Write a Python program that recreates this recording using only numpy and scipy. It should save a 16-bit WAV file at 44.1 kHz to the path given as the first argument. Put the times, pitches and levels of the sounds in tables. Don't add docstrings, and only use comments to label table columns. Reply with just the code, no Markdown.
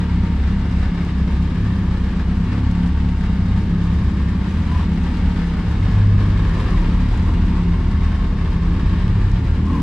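import sys
import numpy as np
from scipy import signal
from scipy.fft import rfft, irfft, next_fast_len
from scipy.io import wavfile
from scipy.ndimage import uniform_filter1d, minimum_filter1d

SR = 44100
rng = np.random.default_rng(int(sys.argv[2]) if len(sys.argv) > 2 else 0)


def master_out(mix):
    frames = np.transpose(np.atleast_2d(mix))
    ceiling = np.clip(frames, -1, 1)
    pcm = np.round(ceiling * 32767).astype(np.int16)
    wavfile.write(sys.argv[1], SR, pcm)


N = 433062
T = np.arange(N) / SR
HZ = np.fft.rfftfreq(16384, 1 / SR)



def amp(db):
    return 10 ** (np.asarray(db) / 20)


def unit(x):
    return x / np.sqrt(np.mean(x ** 2) + 1e-20)


def curves(rows):
    s, *columns = np.transpose(rows)
    return [np.interp(T, s, column) for column in columns]


def at_hz(points, hz):
    f, value = np.transpose(points)
    return np.interp(np.log(hz + 1), np.log(f + 1), value)


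def peaks(modes):
    power = sum(amp(db) ** 2 / (1 + ((HZ - hz) / width) ** 2) ** 2 for hz, width, db in modes)
    return np.sqrt(power)


def shape(points):
    return amp(at_hz(points, HZ)) / (1 + (HZ / points[-1][0]) ** 4)


def ring(x, gain):
    log_gain = np.log(np.maximum(gain, 1e-5))
    mirrored = np.r_[log_gain, log_gain[-2:0:-1]]
    response = np.exp(np.conj(signal.hilbert(mirrored)))
    impulse = np.fft.ifft(response).real
    return signal.fftconvolve(np.atleast_2d(x), impulse[None], axes=1)[:, :N]


def fade(blows, decay_s):
    return signal.lfilter([1], [1, -np.exp(-1 / (decay_s * SR))], blows + 1e-12)


def steady(x, span_s):
    power = uniform_filter1d(x ** 2, max(int(span_s * SR), 1), axis=-1)
    return x / np.sqrt(abs(power) + 1e-3 * np.mean(x ** 2))


def swelled(level, swell):
    return level.mean() + swell * (level - level.mean())


def waver(rate_hz):
    s = np.arange(0, N / SR + 1, 1 / 100)
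    lowpass = signal.butter(2, min(rate_hz, 40), fs=100, output="sos")
    drift = signal.sosfilt(lowpass, rng.standard_normal(len(s)))
    return unit(np.interp(T + 1, s, drift))


def arches(spells):
    rise = np.zeros(N)
    for s, length, height in spells:
        spell = slice(*np.searchsorted(T, [s - length / 2, s + length / 2]))
        rise[spell] += height * np.cos(np.pi * (T[spell] - s) / length)
    return rise


def garage(x, wet_db, count=3, drift_hz=0.831):
    # frequency in Hz, time to fall 60 dB in seconds.
    decay_times = [(40, 0.32), (150, 1), (500, 0.8), (2000, 0.94), (6000, 0.52), (14000, 0.12)]
    sparse = rng.random((count, 2, SR)) < 3000 / SR
    echoes = rng.standard_normal((count, 2, SR)) * sparse
    hz, t, z = signal.stft(echoes, SR, nperseg=256)
    fall = amp(-60 * t / at_hz(decay_times, hz)[:, None])
    tails = signal.istft(z * fall, SR)[1]
    tails /= np.linalg.norm(tails, axis=-1, keepdims=True)
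    phase = drift_hz * T + np.arange(count)[:, None] / count
    shares = np.sqrt(2 / count) * np.cos(np.pi * phase)
    wet = sum(signal.oaconvolve(x * share, tail, axes=1)[:, :N] for share, tail in zip(shares, tails))
    return x + amp(wet_db) * wet


def strokes(turns, strength, spread, jitter_s):
    at = np.flatnonzero(np.diff(np.floor(turns), prepend=-1) > 0)
    size, late = rng.standard_normal((len(at), 2)).T
    place = np.clip(at + (late * jitter_s * SR).astype(int), 0, N - 1)
    out = np.zeros(N)
    out[place] = np.resize(strength, len(at)) + spread * np.tanh(size)
    return out


def per_firing(turns):
    return np.interp(turns, np.arange(SR // 10), rng.standard_normal(SR // 10))


def throttle(speed):
    idle_hz, pull_hz, lag_s = 36.8, 40.4, 0.02
    later_speed = np.interp(T + lag_s, T, speed)
    return np.maximum(later_speed - idle_hz, 0) / max(pull_hz - idle_hz, 1)


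def harmonic(turns, order, lag=0.1753):
    return -np.sin(2 * np.pi * order * (turns - lag))


def boom(speed, turns, waves, orders_db, top_hz=114, waver_db=0.83):
    # frequency in Hz, index of the wave.
    wave_bands = [(45, 0), (56, 1), (86, 1), (96, 2)]
    out = np.zeros(N)
    for k, db in enumerate(orders_db, 1):
        band = np.interp(k * speed, *np.transpose(wave_bands))
        level = sum(wave * np.maximum(1 - abs(band - i), 0) for i, wave in enumerate(waves))
        muffled = 1 / (1 + (k * speed / top_hz) ** 10)
        gain = amp(level + db + waver_db * waver(rate_hz=3.7))
        out += gain * muffled * harmonic(turns, k)
    return out


def putter(speed, turns, waves, drone):
    orders_db = [-3, -3.5, -1]
    stumble, uneven_db, edge_db = .009, 1.4, -7
    turns = turns + stumble * per_firing(turns)
    edge = unit(sum(harmonic(turns, k) / k for k in range(5, 8)))
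    blow_gain = amp(uneven_db * per_firing(turns))
    return blow_gain * (boom(speed, turns, waves, orders_db) + amp(drone + edge_db) * edge)


def lope(firings, thud_level, chug_level, thud_db=-12, chug_db=-14, thud_swell=2.2, chug_swell=1.0):
    # frequency in Hz, level in dB.
    thud_spectrum = [(20, -35.5), (30, -5.5), (38, 2.5), (48, 9.5), (60, -22), (90, -20)]
    chug_spectrum = [(35, -39), (55, -4), (66, -12), (84, -2), (104, -9.5), (122, -16), (160, -38)]
    fired = firings != 0
    uneven = firings - fired * firings.sum() / np.count_nonzero(firings)
    thud = steady(ring(-uneven, shape(thud_spectrum))[0], span_s=0.33)
    chug = steady(ring(-uneven, shape(chug_spectrum))[0], span_s=0.18)
    thud_gain = amp(swelled(thud_level, thud_swell) + thud_db)
    chug_gain = amp(swelled(chug_level, chug_swell) + chug_db)
    return thud_gain * thud + chug_gain * chug


def exhaust(turns, firings, drone_level, bark_level, drone_db=-14, bark_db=0.0, gas_db=-8, bark_swell=0.64):
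    # frequency in Hz, width in Hz, level in dB.
    pipe_modes = [(148.7, 7.7, -1.5), (179.1, 7.6, -3.5), (196.7, 8.7, -0.5), (214, 6, -4.5)]
    # frequency in Hz, level in dB.
    bark_spectrum = [(90, -19), (130, -3.5), (160, 4.5), (220, -5.5), (248, -5), (275, -8.5), (305, -8.5),
                     (345, -20.5), (400, -18), (520, -29), (750, -35), (1500, -55.5)]
    gas = unit(rng.standard_normal((2, N)) * np.exp(-(turns % 1) / 0.62))
    pulses = unit(firings) * np.array([[1], [0]])
    drive = amp(gas_db) * gas - pulses
    drone = steady(ring(drive, peaks(pipe_modes)), span_s=0.15)
    bark = steady(garage(ring(drive, shape(bark_spectrum)), wet_db=4.5), span_s=0.14)
    return amp(drone_level + drone_db) * drone + amp(swelled(bark_level, bark_swell) + bark_db) * bark


def rasp(turns, rasp_db=-5, puff_turns=2.5):
    # frequency in Hz, level in dB.
    rasp_spectrum = [(240, -31.5), (305, 0), (390, -2), (450, -10), (560, -28)]
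    # time in seconds, level in dB.
    low_mids = [(0, -40), (1.1, -39.5), (1.35, -39.5), (1.8, -39), (3.1, -41.5), (4.2, -38.5), (4.5, -39),
                (6.2, -40.5), (6.7, -33.5), (7.15, -42.5), (7.35, -35), (7.8, -35.5), (8.05, -41.5),
                (8.7, -39), (9, -36), (9.45, -37.5), (9.75, -37.5)]
    level, = curves(low_mids)
    puffs = rng.standard_normal((2, N)) * np.exp(-(turns % 1) / puff_turns)
    return amp(level + rasp_db) * steady(ring(puffs, shape(rasp_spectrum)), span_s=0.6)


def hum(turns, level, count, hum_db):
    # frequency in Hz, width in Hz, level in dB.
    wall_modes = [(161, 9.4, -7.5), (173.1, 6, 4), (196.4, 8.2, 2.5), (222, 3.3, -8.5), (246.5, 4, -5.5),
                  (255, 4.2, -14.5), (276.5, 24, -10), (299.3, 12.3, -12.5)]
    tones = sum(harmonic(turns, k) for k in range(4, 4 + count))
    return amp(level + hum_db) * unit(ring(tones, peaks(wall_modes))[0])


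def valve_gear(turns, level, clatter_db=3, cases_db=0, tap_s=0.0075, whirl=0.97, knock=0.34, knock_s=0.1, swell=1):
    # frequency in Hz, level in dB.
    clatter_spectrum = [(200, -16), (450, 4), (650, -2.5), (900, 0.5), (1400, -2), (1750, -3), (2500, -7.5),
                        (3400, -10.5), (3900, -12), (5000, -18.5), (6200, -25), (8000, -30), (10000, -34),
                        (15000, -52.5)]
    # frequency in Hz, width in Hz, level in dB.
    case_modes = [(462, 12, 4), (727, 28, -2), (906, 30, 3.5), (1174.8, 110, -2), (1553, 36, -7.5),
                  (1610, 22, 0), (1710, 18, -1.5), (1779, 35, -1.5), (1910, 30, -6), (2173, 70, -6),
                  (2776, 35, -9), (2890, 30, -10), (3120, 40, -12), (3720, 90, -12.5), (4910, 370, -18),
                  (7730, 300, -27.5)]
    taps = strokes(2 * turns, [.76, .36], spread=0.98, jitter_s=0.0026) ** 2
    knocks = knock * strokes(turns / 4, [1], spread=0.58, jitter_s=0.0033) ** 2
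    blows = abs(fade(taps, tap_s) + fade(knocks, knock_s))
    drive = np.sqrt(whirl ** 2 + blows) * rng.standard_normal((2, N))
    body = np.hypot(shape(clatter_spectrum), amp(cases_db) * peaks(case_modes))
    return amp(swelled(level, swell) + clatter_db) * unit(garage(ring(drive, body), wet_db=-10.0))


def gears(turns, level, whine_db=-52, spread=0.28, rattle_s=0.0064, waver_db=1):
    # frequency in Hz, width in Hz, level in dB.
    cover_modes = [(910, 48, 0), (1120, 70, -5)]
    blows = strokes(turns, [1], spread=spread, jitter_s=0.0037)
    rattle = fade(blows, rattle_s) * rng.standard_normal((2, N))
    cover = steady(garage(ring(rattle, peaks(cover_modes)), wet_db=0.5), span_s=0.19)
    return amp(level + whine_db + waver_db * waver(rate_hz=5.2)) * cover


def tappet(turns, tick_db=-58, tick_s=0.011):
    # frequency in Hz, level in dB.
    tick_spectrum = [(1100, -17.5), (1700, 7.5), (2500, -1.5), (4500, -4), (8000, -15.5), (11000, -23),
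                     (15000, -39)]
    blows = strokes(turns / 4, [1], spread=.2, jitter_s=.001)
    ticks = fade(blows, tick_s) * rng.standard_normal((2, N))
    return amp(tick_db) * unit(garage(ring(ticks, shape(tick_spectrum)), wet_db=1.5, count=2))


def clutch(turns, level, whirr_db=-4, grab_s=0.015, slip=0.5, swell=1.14):
    # frequency in Hz, width in Hz, level in dB.
    plate_modes = [(1066, 80, -3.5), (1088, 38, -6.5)]
    grabs = fade(strokes(turns, [1], spread=.3, jitter_s=0.0024), grab_s)
    rub = (slip + grabs) * rng.standard_normal((2, N))
    return amp(swelled(level, swell) + whirr_db) * steady(ring(rub, peaks(plate_modes)), span_s=0.057)


def clothing(level, rustle_db=-1, grains_per_s=2500, swell=0.86):
    # frequency in Hz, level in dB.
    rustle_spectrum = [(1500, -26.5), (3500, -3), (6000, 5.5), (9500, -4), (12000, -8), (15500, -16)]
    grains = (rng.random((2, N)) < grains_per_s / SR) * rng.standard_normal((2, N))
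    return amp(swelled(level, swell) + rustle_db) * unit(ring(grains, shape(rustle_spectrum)))


def second_bike(waves, drone):
    # time in seconds, firings per second, gain of its boom in dB.
    revs = [(0, 35.02, -29), (.45, 34.9, -7), (.6, 40.55, -8), (.85, 35.1, -12), (3.8, 34.73, -15.5),
            (4, 38.4, -5), (4.25, 34.8, -17), (4.42, 36.38, -14), (4.6, 41.38, 4), (4.77, 40.3, 4),
            (4.88, 43.46, 0.5), (5.05, 34.94, -12), (5.55, 33.7, -8), (5.7, 37.5, -4), (5.84, 48.06, 2.5),
            (6, 50.8, 7), (6.17, 49.43, 5.5), (6.42, 49.88, 3), (6.58, 42.8, -0.5), (6.72, 39.06, -2),
            (6.95, 35.18, -10), (7.12, 35.02, -3), (7.25, 44.53, -2), (7.45, 38.84, 0), (7.6, 43.7, -19),
            (7.75, 41.32, -2.5), (7.88, 39.75, -0.5), (8.02, 39.14, 2), (8.3, 39.34, -9), (8.7, 43.8, -2),
            (9.2, 44.3, -3.5), (9.82, 40.2, -3)]
    second_orders_db = [-2.5, -1.5, 5]
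    speed, level = curves(revs)
    turns = np.cumsum(speed) / SR
    beat = amp(level) * boom(speed, turns, waves, second_orders_db)
    return beat + hum(turns, drone, count=6, hum_db=-5.0)


def clicks(decay_s=.0035):
    # start in seconds, level in dB.
    click_times = [(1.0494, -46), (2.7124, -44), (5.1696, -46), (6.4946, -48), (6.6094, -48), (6.707, -44),
                   (7.1748, -45), (9.0788, -46), (9.3153, -44)]
    # frequency in Hz, level in dB.
    click_spectrum = [(800, -26), (3000, 11.5), (7000, 1), (11000, -9.5), (15500, -17)]
    blows = np.zeros(N)
    for s, db in click_times:
        blows[int(s * SR)] = amp(db)
    crack = fade(blows, decay_s) * unit(ring(rng.standard_normal((2, N)), shape(click_spectrum)))
    return garage(crack, wet_db=-17, count=2)


def squeal(turns, blur_hz=18, throb=.4, rough=.4):
    # middle in seconds, length in seconds, first pitch in Hz, last pitch in Hz, level in dB.
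    slips = [(4.752, .15, 975, 1060, -37), (6.606, .05, 1030, 1120, -37.5), (6.755, .07, 1070, 1030, -40),
             (6.835, .06, 930, 970, -42), (9.69, .08, 1060, 1080, -38), (9.765, .11, 1065, 975, -36)]
    out = np.zeros(N)
    for s, length, first_hz, last_hz, db in slips:
        glide = np.interp(T, [s - length / 2, s + length / 2], [first_hz, last_hz])
        pitch = glide + blur_hz * waver(rate_hz=40)
        swell = np.sqrt(abs(arches([(s, length, 1)])))
        out += swell * amp(db) * np.sin(2 * np.pi * np.cumsum(pitch) / SR)
    roughness = unit(fade(rng.standard_normal(N), .002))
    grip = 1 + throb * np.cos(2 * np.pi * turns) + rough * roughness
    return garage(out * grip * np.array([[1], [.3]]), wet_db=-16.5, count=2)


def ports(pair, lag_s=2.2e-5):
    # frequency in Hz, left-right likeness from 0 to 1.
    likeness = [(100, .997), (250, .988), (500, .91), (1000, .83), (2000, .66), (4000, .3), (8000, .05),
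                (13000, .05)]
    # frequency in Hz, left minus right in dB.
    tilt = [(100, .25), (300, .3), (1000, 1.6), (2300, 2.8), (4500, .5), (8000, -1.6), (13000, 0)]
    size = next_fast_len(N)
    hz = np.fft.rfftfreq(size, 1 / SR)
    mid, side = rfft(pair, size)
    same = np.clip(at_hz(likeness, hz), -.5, 1)
    side = 1j * side * np.sqrt((1 - same) / (1 + same))
    lean = amp(at_hz(tilt, hz) / 2) * np.exp(-1j * np.pi * hz * lag_s)
    return irfft([(mid + side) * lean, (mid - side) / lean], size)[:, :N]


def scene(clatter_waver_db=.5, whirr_waver_db=1.1, rustle_waver_db=3.0, clatter_share=0.21, whine_share=0.17):
    # time in seconds, firings per second.
    crank_speed = [(0, 37), (.25, 31), (.4, 35.5), (.52, 32.7), (.7, 34.7), (.85, 33.4), (1.05, 35),
                   (1.18, 31.7), (1.33, 33.3), (1.6, 34), (1.9, 31), (2.1, 32), (2.2, 34), (2.35, 32.8),
                   (2.6, 35.3), (2.9, 35.6), (3, 35.7), (3.2, 33), (3.4, 31.9), (3.9, 35.2), (4.08, 31.8),
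                   (4.2, 33.8), (4.4, 31.9), (4.8, 31.2), (5.1, 36.6), (5.3, 37.4), (5.5, 33.5),
                   (5.9, 34.6), (6.3, 33), (6.6, 33.9), (7.05, 35.8), (7.55, 35), (8, 33.8), (8.7, 34.4),
                   (8.88, 29.8), (9.02, 37), (9.14, 34), (9.27, 32.4), (9.41, 37.6), (9.6, 37.8),
                   (9.7, 41.2), (9.82, 40.8)]
    throttle_db = {"chug": 3, "drone": 4, "clatter": -3, "whine": -3, "rustle": 3.5}
    # time in seconds, then levels in dB near 35, 70, 100, 175 and 300 Hz.
    standing_waves = [(0, -26, -18.5, -24, -25, -35), (.6, -22, -18.5, -24, -25, -39.5),
                      (1.3, -26, -17, -29.5, -27, -29.5), (1.7, -24.5, -20.5, -18.5, -26, -34),
                      (2.2, -24, -19, -30, -27.5, -35), (2.65, -24, -18, -20, -22.5, -39.5),
                      (3.05, -24, -17.5, -23.5, -26, -38.5), (3.7, -23.5, -18.5, -20.5, -25, -32.5),
                      (4.25, -26.5, -17.5, -24, -25.5, -36), (4.7, -30, -21, -32.5, -25.5, -36),
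                      (5.2, -20, -18, -31.5, -25.5, -33.5), (5.65, -25, -20, -25, -26, -33),
                      (5.85, -22.5, -22.5, -19.5, -27.5, -30.5), (6.05, -24, -23, -17.5, -26.5, -26.5),
                      (6.35, -23.5, -20, -23.5, -27, -28), (6.7, -18.5, -23, -22.5, -30, -26),
                      (7.05, -19, -17.5, -24.5, -26, -32.5), (7.6, -21, -20, -25, -24.5, -38.5),
                      (8.2, -19.5, -19, -29.5, -28.5, -33), (8.9, -21.5, -18.5, -23.5, -28.5, -27),
                      (9.27, -18, -22.5, -15, -31, -36), (9.6, -24, -15.5, -23, -29, -30),
                      (9.8, -17, -26.5, -18.5, -19, -33)]
    # time in seconds, then valve clatter, clutch whirr and rustle in dB.
    manoeuvre = [(0, -43.5, -61, -69.5), (2.7, -44.5, -58.5, -68), (3.2, -45, -59, -70),
                 (4.2, -44.5, -48, -66), (4.5, -43.5, -53.5, -67.5), (5.1, -43.5, -57.5, -64.5),
                 (6.3, -42.5, -46, -67.5), (6.6, -41.5, -43.5, -62), (7.1, -43, -48, -67),
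                 (8.6, -44.5, -44.5, -71.5), (8.9, -42, -47.5, -75), (9.4, -44.5, -51.5, -69.5),
                 (9.8, -41, -42, -70)]
    # middle in seconds, length in seconds, rise of the clutch in dB.
    chatter = [(.498, .12, 4), (1.331, .14, 9), (2.196, 0.12, 11.5), (2.52, 0.17, 8.5), (4.46, .062, 8),
               (4.747, 0.16, 11.5), (5.947, 0.29, 4.5), (6.603, 0.077, 5), (6.748, .08, 5),
               (7.295, .1, 7.5), (7.56, 0.098, 8.5), (8.055, 0.086, 3), (8.93, .21, 4)]
    # middle in seconds, length in seconds, rise in dB before swell.
    rubs = [(1.64, .082, 2.5), (2.85, .12, 2), (4.56, .22, 4), (4.77, .17, 3.5), (5.64, .12, 3),
            (6, .08, 0.5), (6.49, .1, 3.5), (6.77, .18, 2.5), (8.95, .24, 3.5)]
    speed, = curves(crank_speed)
    turns = np.cumsum(speed) / SR
    opening, shudder = throttle(speed), arches(chatter)
    lift = {layer: db * opening for layer, db in throttle_db.items()}
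    firings = strokes(turns, [0.75, 0.45, 0.95, 0.49], spread=0.52, jitter_s=0.00058)
    deep, low, middle, drone, bark = curves(standing_waves)
    waves = (deep, low, middle)
    clatter, whirr, rustle = curves(manoeuvre)
    slack = waver(rate_hz=8.9)
    clatter = clatter + lift["clatter"] + clatter_share * shudder + clatter_waver_db * slack
    whirr = whirr + whirr_waver_db * slack
    rustle = rustle + lift["rustle"] + arches(rubs) + rustle_waver_db * waver(rate_hz=8.4)

    mix = exhaust(turns, firings, drone + lift["drone"], bark) + rasp(turns)
    mix += valve_gear(turns, clatter)
    mix += gears(turns, lift["whine"] + whine_share * shudder) + tappet(turns)
    mix += amp(shudder) * clutch(turns, whirr) + squeal(turns)
    mix += clothing(rustle) + clicks()
    mix[0] += putter(speed, turns, waves, drone) + hum(turns, drone, count=3, hum_db=-9)
    mix[0] += lope(firings, deep, low + lift["chug"]) + second_bike(waves, drone)
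    return ports(mix)


def record(dry, hold_s=0.0024, input_db=3.5):
    ceiling_db, knee, cutoff_hz = -5, 5, 15500
    x = dry * amp(input_db)
    size = max(int(hold_s * SR), 1)
    loudest = abs(x).max(0) / amp(ceiling_db)
    allowed = (1 + loudest ** knee) ** (-1 / knee)
    x = x * uniform_filter1d(minimum_filter1d(allowed, size), size)
    lowpass = signal.firwin(255, cutoff_hz, window=("kaiser", 9), fs=SR)
    return signal.oaconvolve(x, lowpass[None], "same")


dry = scene()
out = record(dry)
master_out(out)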